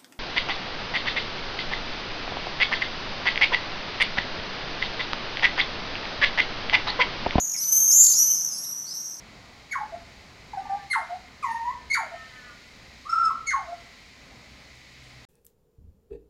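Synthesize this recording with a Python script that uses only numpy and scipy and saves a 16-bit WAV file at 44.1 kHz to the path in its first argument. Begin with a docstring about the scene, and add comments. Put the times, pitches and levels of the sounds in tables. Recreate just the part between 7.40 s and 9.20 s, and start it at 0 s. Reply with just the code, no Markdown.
"""A courtyard between houses at dusk, with a party of swifts screaming overhead.
Each scream is a shrill whistle that swoops up and levels off, modulated in amplitude and frequency
about 250 times a second, which is heard as a buzz. It may end in a falling trill of chips.
Farther birds blur into a rough band, the walls reverberate, and the town hums faintly below."""
import sys
import numpy as np
from scipy import signal
from scipy.fft import rfft, irfft
from scipy.io import wavfile
from scipy.ndimage import uniform_filter1d

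SR = 44100
rng = np.random.default_rng(int(sys.argv[2]) if len(sys.argv) > 2 else 0)


def store_pcm(level_fs):
    """Save levels as 16-bit WAV."""
    pcm = np.round(np.clip(level_fs, -1, 1) * 32767).astype(np.int16)
    wavfile.write(sys.argv[1], SR, np.atleast_2d(pcm).T)


N = 79380

# One contour per scream. Each row: time in seconds, pitch in Hz, level in dB.
SCREAM_CONTOURS = [
    [(0.17, 4946, -35), (0.19, 5415, -35), (0.21, 5887, -30.5), (0.268, 6010, -28), (0.286, 6060, -20),
     (0.316, 6100, -26.5), (0.325, 6204, -14.5), (.345, 6180, -25.5), (.37, 6287, -17.5), (.388, 6265, -23),
     (.413, 6340, -19), (0.452, 6400, -22), (0.514, 6310, -22), (0.62, 6115, -30)],
    [(.478, 5530, -53), (.49, 5827, -30), (.513, 6462, -29), (.53, 6910, -15), (.545, 7090, -21.5),
     (.58, 7074, -16.5), (.611, 7180, -13), (.645, 7285, -19.5), (.675, 7150, -15.5), (.72, 7160, -32),
     (.76, 6400, -61)],
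    [(0.51, 5123, -21.5), (0.52, 5443, -28), (0.55, 6208, -15), (0.58, 6483, -20), (0.62, 6595, -16),
     (0.682, 6500, -25.5), (0.692, 6356, -23.5), (0.746, 6170, -26.5), (0.8, 5870, -61)],
    [(.727, 4382, -57), (.737, 4800, -31.5), (.752, 5335, -30), (.771, 5704, -19.5), (.8, 5870, -16.5),
     (.84, 5994, -20), (.875, 6100, -24), (.897, 6210, -28), (.915, 6200, -20.5), (.96, 6278, -33),
     (1.0, 6255, -37), (1.1, 6440, -43.5)],
    [(.87, 5580, -36), (.92, 5630, -41), (.97, 5354, -37), (1.0, 5350, -52), (1.085, 5800, -41),
     (1.12, 5050, -40.5), (1.165, 4936, -48)],
    [(1.122, 5100, -40), (1.15, 5363, -37.5), (1.2, 5630, -39), (1.24, 5730, -34.5), (1.28, 5760, -40),
     (1.33, 5860, -39)],
    [(1.25, 5218, -59), (1.272, 5364, -35.5), (1.314, 5740, -37), (1.39, 5926, -34.5), (1.5, 5944, -51)],
    [(1.465, 4310, -38.5), (1.478, 4510, -40.5), (1.5, 4890, -42), (1.522, 5210, -29), (1.54, 5430, -45),
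     (1.575, 5596, -39.5), (1.64, 5700, -42), (1.7, 5770, -47)],
    [(1.52, 5470, -61), (1.55, 5870, -36), (1.606, 6077, -39), (1.8, 6155, -58)],
]
# One voice per scream. Each row: buzz rate in Hz, buzz depth from 0 to 1, pitch swing in Hz,
# gain of the side partials in dB, hoarseness as a factor.
SWIFT_VOICES = [(244, 0.38, 20, 6, 0.84), (257.8, 0.7, 6, 1.5, 0.5), (240.5, 0.6, 24, 4, 0.32),
                (259.4, 0.49, -120, 3.5, 0.44), (260, 0.46, 29, 0, 1), (244.6, 0.78, -50, 7.5, 0.58),
                (242, 0.3, -48, -0.8, 0.57), (247, 0.47, 34, -9, 1.5), (243, 0.5, -42, 2.8, 0.86)]


def near_swifts(fade_s=0.005):
    """Superposition: overlapping screams add, each gliding along its own pitch and level contour."""
    out = np.zeros(N)
    for contour, voice in zip(SCREAM_CONTOURS, SWIFT_VOICES):
        times, hz, db = np.transpose(contour)
        t = np.arange(times[0], times[-1] + fade_s, 1 / SR)
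        fade = np.clip(np.minimum(t - times[0], t[-1] - t) / fade_s, 0, 1)
        whistle = scream(np.interp(t, times, hz), *voice)
        add(out, times[0], whistle * amp(np.interp(t, times, db)) * fade)
    return out


def scream(hz, buzz_hz, depth, swing_hz, side_db, hoarseness, jitter_rad=0.25):
    """Amplitude and frequency modulation: the buzz puts sidebands around a whistle."""
    n = len(hz)
    buzz_rate = buzz_hz * (1 + 0.03 * drift(n, rate_hz=10.5))
    buzz = np.cos(2 * np.pi * (np.cumsum(buzz_rate) / SR + rng.random()))
    waver_hz = 22 * drift(n, rate_hz=20.55)
    whistle = harmonics(hz + swing_hz * buzz + waver_hz, jitter_rad, side_db, hoarseness)
    flutter_db = 2.2 * drift(n, rate_hz=26.5)
    return whistle * (1 + depth * buzz) * amp(flutter_db)


# A swift's spectrum. Each row: multiple of the pitch, relative level in dB, weight of the rasp.
SWIFT_PARTIALS = [(.5, -45, .4), (1, 0, 0), (1.5, -22.5, 2.6), (2, -13, 1.15)]


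def harmonics(hz, jitter_rad, side_db=0, hoarseness=0.32, partials=SWIFT_PARTIALS):
    """Random phase modulation broadens each partial of the voice, so the tone sounds hoarse."""
    phase = 2 * np.pi * np.cumsum(hz) / SR + jitter_rad * drift(len(hz), rate_hz=200)
    rasp = hoarseness * drift(len(hz), rate_hz=400)
    tone = np.zeros(len(hz))
    for multiple, db, rasp_weight in partials:
        top_rolloff_db = 11 * np.maximum(multiple * hz - 13300, 0) / 1e3  # overtones fade above 13.3 kHz
        peak = np.sqrt(2) * amp(db + side_db * (multiple != 1) - top_rolloff_db)
        tone += peak * np.sin(multiple * phase + rasp_weight * rasp)
    return tone


# Each row: chip length in seconds, fall within a chip in Hz, phase jitter in radians, gain of the side
# partials in dB, chips. Each chip: middle time in seconds, level in dB, middle pitch in Hz.
TRILL_RUNS = [ (0.0095, 340, 0.38, 0.9, [(0.054, -28.5, 6220), (.077, -27.5, 6020), (.098, -27, 5920),
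              (.12, -26, 5770), (.143, -28, 5510), (.166, -26.5, 5580), (.188, -32, 4970),
              (.21, -41.5, 4120)]), (0.015, 1070, 1.4, -6, [(.228, -42, 4800), (.242, -35.5, 4740),
              (.33, -31.5, 5290), (.345, -38.5, 4950)]), (.008, 840, 1.13, 10, [(.604, -38, 4580),
              (.618, -28, 4950), (.634, -29.5, 4770), (.651, -26, 4650), (.668, -25, 4650),
              (.686, -30.5, 4340), (.702, -32, 4330), (.72, -35, 4200), (.738, -35, 4160)]),
              (0.013, 200, 0.67, 13.5, [(.643, -21, 5660), (.668, -28, 5470), (.697, -29.5, 5520),
              (.726, -27.5, 5250)]), (.008, 380, 0.21, 8.5, [(.791, -21, 6560), (.804, -28, 6600),
              (.816, -31, 6350), (.829, -28, 6270), (.842, -42, 6200)]),
              (0.0062, 170, 0.071, 0.5, [(1.011, -28, 5467), (1.024, -32, 5470), (1.037, -44, 5603),
              (1.05, -21, 5930), (1.063, -26, 5600), (1.076, -24, 5760), (1.089, -27, 5480)]),
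              (0.011, 590, 0.96, -3, [(1.163, -41.5, 4740), (1.178, -47, 4420), (1.19, -41.5, 4740)]),
              (0.0073, 650, 1, 10, [(1.459, -47, 4140), (1.494, -49, 4202), (1.511, -44, 4300),
              (1.529, -46, 4033), (1.547, -48, 4080), (1.567, -47, 4100)]),
              (0.0072, 360, 0.35, -10, [(1.698, -37, 5580), (1.721, -39, 5400), (1.745, -40, 5200),
              (1.771, -43, 4980), (1.795, -50, 4480)]), ]


def trills():
    """Pulse trains: short falling chips in quick succession are heard as a trill."""
    out = np.zeros(N)
    for length_s, fall_hz, jitter_rad, side_db, chips in TRILL_RUNS:
        for middle_s, db, hz in chips:
            note = chip(length_s, hz + fall_hz / 2, hz - fall_hz / 2, db, jitter_rad, side_db=side_db)
            add(out, middle_s - length_s / 2, note)
    return out


def chip(length_s, start_hz, end_hz, db, jitter_rad, **timbre):
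    """A linear frequency sweep under a smooth envelope makes one short note."""
    progress = np.arange(0, 1, 1 / (length_s * SR))
    envelope = amp(db) * np.sin(np.pi * progress ** 0.8) ** 2
    return envelope * harmonics(start_hz + (end_hz - start_hz) * progress, jitter_rad, **timbre)


# Each row: start and length in seconds, nominal start and end pitch in Hz, level in dB,
# phase jitter in radians.
FAINT_NOTES = [(0.135, 0.0427, 2570, 1895, -45.5, 1), (0.886, 0.059, 3100, 3155, -49.5, 0.24),
               (1.238, 0.0294, 3620, 4460, -51, 0.41)]


def faint_notes():
    """Single swept partials: two gliding chirps and a swift scream's undertone an octave below."""
    out = np.zeros(N)
    for start_s, *note in FAINT_NOTES:
        add(out, start_s, chip(*note, partials=[(0.98, 0, 0.0069)]))
    return out


# The distant swifts together. Each row: time in seconds, middle pitch in Hz, level in dB.
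FLOCK_CONTOUR = [(0, 6506, -27), (0.132, 6417, -29.5), (0.222, 6150, -37.5), (.45, 6228, -20.5),
                 (0.681, 6750, -19), (.8, 6334, -25.5), (.95, 5974, -29), (1.1, 6196, -31),
                 (1.2, 6226, -42), (1.3, 5900, -41), (1.501, 5872, -38.5), (1.648, 6037, -37.5),
                 (1.8, 6000, -41)]


def far_flock(spread_hz=230):
    """Incoherent addition: four rough voices, each swelling and fading, merge into a band."""
    times, hz, db = np.transpose(FLOCK_CONTOUR)
    t = np.arange(N) / SR
    flock = np.zeros(N)
    for offset in np.linspace(-1, 1, 4):
        pitch = np.interp(t, times, hz) + spread_hz * (offset + 0.4 * drift(N, rate_hz=3.6))
        voice = scream(pitch, buzz_hz=245, depth=0.93, swing_hz=57,
                       side_db=-2, hoarseness=1.4, jitter_rad=0.4)
        flock += voice * amp(1.8 * drift(N, rate_hz=34))
    return unit_rms(flock) * amp(np.interp(t, times, db))


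def wall_reverberation(sound, t60_s=0.55, level_db=-10, cutoff_hz=4900):
    """Diffuse reflections from the houses decay exponentially, duller than the direct sound."""
    t = np.arange(int(1.2 * SR)) / SR
    build_up = np.clip(t / 0.023, 0, 1)
    tail = rng.standard_normal(len(t)) * amp(-60 * t / t60_s) * build_up
    tail = signal.sosfilt(signal.butter(1, cutoff_hz, fs=SR, output="sos"), tail)
    tail /= np.sqrt(np.sum(tail ** 2))
    return amp(level_db) * signal.fftconvolve(sound, tail)[:N]


# The colour of the town's hum. Each row: frequency in Hz, relative spectral density in dB.
TOWN_SPECTRUM = [(40, -41), (145, 3), (320, -2.5), (440, -8.5), (808, -5), (1310, -6), (2380, -14),
                 (4000, -15.5), (5200, -9), (8800, -7), (15000, -34)]
# Its slow rise and fall. Each row: time in seconds, level in dB.
TOWN_LEVELS = [(0.0, -50.5), (0.57, -47), (1.8, -52)]


def town():
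    """Coloured noise: distant traffic and air blend into a continuous spectrum."""
    hz = np.maximum(np.fft.rfftfreq(N, 1 / SR), 10)
    knots_hz, density_db = np.transpose(TOWN_SPECTRUM)
    colour = amp(np.interp(np.log(hz), np.log(knots_hz), density_db))
    noise = irfft(rfft(rng.standard_normal(N)) * colour, N)
    times, db = np.transpose(TOWN_LEVELS)
    return unit_rms(noise) * amp(np.interp(np.arange(N) / SR, times, db))


def drift(size, rate_hz):
    """Random fluctuation: noise low-passed twice at rate_hz, with an rms of 1."""
    pole = np.exp(-2 * np.pi * rate_hz / SR)
    settle = 8000
    smooth = signal.lfilter([1], [1, -2 * pole, pole * pole], rng.standard_normal(size + settle))
    return unit_rms(smooth[settle:])


def amp(db):
    """Amplitude ratio of a level in decibels."""
    return 10 ** (np.asarray(db) / 20)


def unit_rms(x):
    """Normalisation to an rms of 1."""
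    return x / np.sqrt(np.mean(x ** 2) + 1e-20)


def add(out, start_s, sound):
    """Superposition of a delayed sound onto out."""
    i = int(start_s * SR)
    out[i:i + len(sound)] += sound[:N - i]


def scene():
    """The birds' direct sound, its reverberant field and the town add in one channel."""
    birds = near_swifts() + trills() + faint_notes() + far_flock()
    return (birds + wall_reverberation(birds) + town())[None]


def record(dry, ceiling=0.75):
    """Band limiting and compression: a small microphone loses deep bass and top; peaks are eased."""
    thin = signal.sosfilt(signal.butter(2, 60, "high", fs=SR, output="sos"), dry)
    envelope = uniform_filter1d(np.abs(signal.hilbert(thin)), size=90)
    drive = envelope / ceiling + 1e-9
    limited = thin * np.tanh(drive) / drive
    return signal.sosfilt(signal.cheby2(12, 70, 15400, fs=SR, output="sos"), limited)


dry = scene()
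out = record(dry)
store_pcm(out)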